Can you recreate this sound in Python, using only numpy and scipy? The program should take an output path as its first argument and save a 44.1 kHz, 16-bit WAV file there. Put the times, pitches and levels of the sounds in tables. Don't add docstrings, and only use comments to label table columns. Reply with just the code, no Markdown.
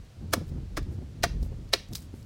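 import sys
import numpy as np
from scipy import signal
from scipy.fft import rfft, irfft
from scipy.io import wavfile
from scipy.ndimage import uniform_filter1d

SR = 44100
rng = np.random.default_rng(int(sys.argv[2]) if len(sys.argv) > 2 else 0)


def log_audio(samples):
    frames = np.atleast_2d(samples).T
    limited = np.clip(frames, -1, 1)
    pcm = np.round(limited * 32767).astype(np.int16)
    wavfile.write(sys.argv[1], SR, pcm)


N = 99225
T = np.arange(N) / SR
STROKE_T = np.arange(-1024, 5120) / SR
SNAPS_PER_S = 9900


def from_db(db):
    return 10 ** (np.asarray(db) / 20)


def rms_one(x):
    return x / np.sqrt(np.mean(x ** 2) + 1e-20)


def coloured(x, points):
    hz, db = np.transpose(points)
    f = np.maximum(np.fft.rfftfreq(len(x), 1 / SR), 1)
    gain = from_db(np.interp(np.log(f), np.log(hz), db))
    return rms_one(irfft(rfft(x) * gain, len(x)))


def noise(points):
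    return coloured(rng.standard_normal(N), points)


def snaps(per_s):
    spread_db = 3.5
    sizes_db = spread_db * np.minimum(rng.exponential(1, N), 4)
    sizes = from_db(sizes_db) * rng.choice([-1, 1], N)
    return rms_one(sizes * (rng.random(N) < per_s / SR))


def bell(x, hz, db, q):
    w = 2 * np.pi * min(hz / SR, .45)
    a = from_db(db / 2)
    k = np.sin(w) / (2 * q)
    zeros = [1 + k * a, -2 * np.cos(w), 1 - k * a]
    poles = [1 + k / a, -2 * np.cos(w), 1 - k / a]
    return signal.lfilter(zeros, poles, x)


def swells(rows):
    return sum(from_db(db) * np.exp(-((T - s) / half_s) ** 2) for s, db, half_s in rows)


def cracks(rows):
    return sum(from_db(db) * (T >= s) * np.exp(-np.abs(T - s) / fade_s) for s, db, fade_s in rows)


def axe():
    # stop of the blade t/s, cutting time/s, fade/s, six crunch levels/dB by register,
    # knock level/dB, clack level/dB, tail level/dB
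    strokes = [(0.3371, 0.0049, 0.0045, -29.5, -27, -25, -29.5, -26, -27, -30.5, -26, -23),
               (0.7754, 0.0049, 0.0082, -34.5, -37, -34, -36.5, -37, -42.5, -36, -47, -22),
               (1.2383, 0.0039, 0.0057, -35.5, -31.5, -29.5, -26.5, -25.5, -32, -14.5, -25.5, -20),
               (1.7361, 0.0044, 0.0075, -31, -28.5, -31.5, -27, -24.5, -31.5, -23.5, -11.5, -18.5)]
    # f/Hz, level/dB, t60/s
    knock_modes = [(352, -15, 0.042), (590, -20, .022), (691, 0, 0.053), (1040, -35, .045),
                   (1207, -29, 0.055), (1520, -9, 0.023), (2010, -8.5, 0.027)]
    # f/Hz, level/dB, t60/s
    clack_modes = [(2950, -12.5, .035), (3300, -12.5, 0.019), (3850, -2, 0.019), (4227, -0.5, 0.026),
                   (4955, -9, 0.032), (5340, -9, 0.031)]
    ring_in_tail_db = -9
    out = np.zeros(N)
    for stop_s, cut_s, fade_s, *register_dbs, knock_db, clack_db, tail_db in strokes:
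        cut = crunch(stop_s, cut_s, fade_s, register_dbs)
        stop = from_db(knock_db) * ring(knock_modes) + from_db(clack_db) * ring(clack_modes)
        sound = from_db(tail_db) * garden(cut + from_db(ring_in_tail_db) * stop)
        sound[:len(cut)] += cut + stop
        start = int((stop_s + STROKE_T[0]) * SR)
        out[start:start + len(sound)] += sound[:N - start]
    return out


def crunch(stop_s, cut_s, fade_s, register_dbs):
    # lower edge f/Hz, upper edge f/Hz
    registers = [(290, 450), (500, 850), (900, 1480), (1700, 2400), (2650, 6400), (6500, 17000)]
    # t/s, strength/dB relative to full force
    bundles = [(0.3346, 2.5), (0.3385, -5), (0.7693, 3.5), (0.7733, -3), (0.777, -3), (1.2252, -18),
               (1.233, 0.5), (1.2369, 1), (1.2386, 5.5), (1.7326, 2), (1.737, 5), (1.7421, -5)]
    # f/Hz, gain/dB, Q
    grain = [(464, -8, 9.5), (820, -13.5, 3.7), (1180, 4.5, 5.4), (1860, 1, 9.1), (2350, -3, 4.4),
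             (4200, -1.5, 4.6), (4980, 4.5, 2.4), (6840, -2.5, 2.7), (14100, -10.5, 0.99)]
    settle_db, settle_s = -22, 0.02
    bundle_fade_s = .001
    level_span_s = .01
    before, after = np.maximum(-STROKE_T, 0), np.maximum(STROKE_T, 0)
    rise = np.exp(-(before / cut_s) ** 1.25)
    fall = np.exp(-after / fade_s) + from_db(settle_db) * np.exp(-after / settle_s)
    force = rise * fall
    now = stop_s + STROKE_T
    for at, db in bundles:
        force = force + from_db(db) * (now >= at) * np.exp(-np.abs(now - at) / bundle_fade_s)
    fibres = force * snaps(SNAPS_PER_S)[:len(STROKE_T)] + 1e-18
    for hz, db, q in grain:
        fibres = bell(fibres, hz, db, q)
    out = 0
    for edges, db in zip(registers, register_dbs):
        band = signal.sosfilt(signal.butter(3, edges, "band", fs=SR, output="sos"), fibres)
        out = out + from_db(db) * band / np.sqrt(np.sum(band ** 2) / (level_span_s * SR))
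    return out


def ring(modes):
    t = np.maximum(STROKE_T, 0)
    out = 0
    for k, (hz, db, t60) in enumerate(modes):
        out = out + (-1) ** k * from_db(db - 60 * t / t60) * np.sin(2 * np.pi * hz * t)
    return out


def splinters():
    # t/s, level/dB, fade/s
    chips = [(0.309, -57, 0.0029), (0.49, -58.5, 0.0089), (0.8284, -50.5, .003), (0.9444, -65, .008),
             (1.4285, -47, .005), (1.6895, -55.5, 0.0027), (1.8868, -53, 0.0017), (1.9281, -40, 0.0019),
             (1.9335, -38.5, 0.0034), (1.9513, -32.5, 0.0025), (1.9544, -24.5, 0.0012),
             (1.9585, -34.5, 0.0026), (1.9676, -47, 0.0039), (1.9805, -45, .002), (2.0214, -57, .004),
             (2.2274, -53.5, 0.0032)]
    # t/s, level/dB, half length/s
    rubs = [(0.05, -75, .015), (0.485, -64, 0.018), (0.935, -67, .02), (1.445, -61, 0.03),
            (1.925, -64, .012), (1.965, -50, 0.024), (2.02, -60, 0.04), (2.18, -64, .05)]
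    # f/Hz, relative level per Hz/dB
    chip_colour = [(200, -33), (700, -20), (2000, -21), (3300, -7), (4800, 3.5), (6500, -4), (10000, -10.5),
                   (16000, -8.5)]
    # f/Hz, relative level per Hz/dB
    rub_colour = [(1000, -6.5), (4500, -2), (8000, 1.5), (16000, -3.5)]
    rub_snaps_per_s = 2300
    cracking = cracks(chips) * coloured(snaps(SNAPS_PER_S), chip_colour)
    rubbing = swells(rubs) * coloured(snaps(rub_snaps_per_s), rub_colour)
    return cracking + rubbing


def garden(x):
    # f/Hz, relative level/dB
    tail_colour = [(150, -20), (600, -4), (1500, -4), (3000, 4), (5000, 2.5), (7500, -2.5), (16000, -8)]
    t60_s, onset_s = 0.32, 0.0057
    echo_s, echo_width_s, echo_gain = 0.058, 0.0048, 0.43
    t = T[:SR // 2]
    decay = from_db(-60 * t / t60_s) * (1 - np.exp(-t / onset_s))
    echo = 1 + echo_gain * np.exp(-((t - echo_s) / echo_width_s) ** 2)
    response = coloured(rng.standard_normal(len(t)), tail_colour) * decay * echo
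    return signal.fftconvolve(x, response / np.linalg.norm(response))


def wind():
    # t/s, deep rumble level/dB, level of the flutter above it/dB
    gusts = [(0.0, -41, -51.5), (0.14, -70, -55.5), (0.22, -50, -38), (0.43, -57, -38.5),
             (0.45, -43, -42.5), (0.56, -44.5, -34.5), (0.7, -40.5, -46.5), (0.82, -32, -34.5),
             (0.86, -38.5, -48), (0.89, -49, -33.5), (1.15, -66, -45.5), (1.22, -39, -38), (1.44, -26, -40),
             (1.45, -36, -37.5), (1.87, -54, -51.5), (1.9, -45, -45), (2.03, -54, -45.5), (2.25, -56, -46)]
    # t/s, level/dB, half length/s
    buffets = [(0.376, -29.5, 0.012), (0.417, -29, 0.011), (0.521, -34.5, 0.0056), (0.565, -42, 0.0028),
               (0.582, -33.5, 0.0062), (0.63, -40, 0.0083), (0.79, -33.5, 0.0091), (0.868, -39.5, 0.009),
               (0.987, -36, 0.0073), (1.025, -40, 0.013), (1.265, -31.5, 0.0062), (1.36, -46, 0.01),
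               (1.43, -35, 0.0076), (1.465, -39, 0.0056), (1.523, -40, .015), (1.925, -38.5, 0.022),
               (2.141, -34.5, 0.0032)]
    # f/Hz, relative level per Hz/dB
    rumble_colour = [(15, -22), (25, -9), (38, 1.5), (55, -2.5), (85, -7.5), (200, -57), (2000, -110)]
    flutter_colour = [(40, -26.5), (65, -1.5), (90, 2), (125, -3), (200, -10.5), (300, -17.5), (450, -25),
                      (700, -36.5), (1500, -49), (8000, -105)]
    buffet_colour = [(50, -11.5), (110, 4), (220, 1), (330, -9), (600, -18), (1200, -34.5), (2500, -47),
                     (8000, -90)]
    rumble_trim_db, flutter_trim_db = 1, 1.5
    s, rumble_db, flutter_db = np.transpose(gusts)
    rumble_gain = from_db(rumble_trim_db + np.interp(T, s, rumble_db))
    flutter_gain = from_db(flutter_trim_db + np.interp(T, s, flutter_db))
    rumble = rumble_gain * eddies(rumble_colour, size=2200)
    flutter = flutter_gain * eddies(flutter_colour, size=1500)
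    return rumble + flutter + swells(buffets) * eddies(buffet_colour, size=600)


def eddies(points, size):
    x = noise(points)
    power = np.abs(signal.hilbert(x)) ** 2 / 2
    return x / np.sqrt(uniform_filter1d(power, size=size) + 0.057)


def far_hiss():
    # f/Hz, relative level per Hz/dB
    hiss_colour = [(350, -9), (600, -7.5), (881, -15.5), (919, -14), (1080, -15), (3990, -18.5),
                   (4340, -18), (7410, -24), (8050, -25.5), (16000, -36)]
    return from_db(-61) * noise(hiss_colour)


def scene():
    chips = splinters()
    chip_tail = from_db(-20.5) * garden(chips)[:N]
    return (axe() + chips + chip_tail + wind() + far_hiss())[None]


def record(dry):
    cutoff_hz = 15850
    low_pass = signal.ellip(10, .1, 80, cutoff_hz, fs=SR, output="sos")
    return signal.sosfilt(low_pass, dry)


dry = scene()
out = record(dry)
log_audio(out)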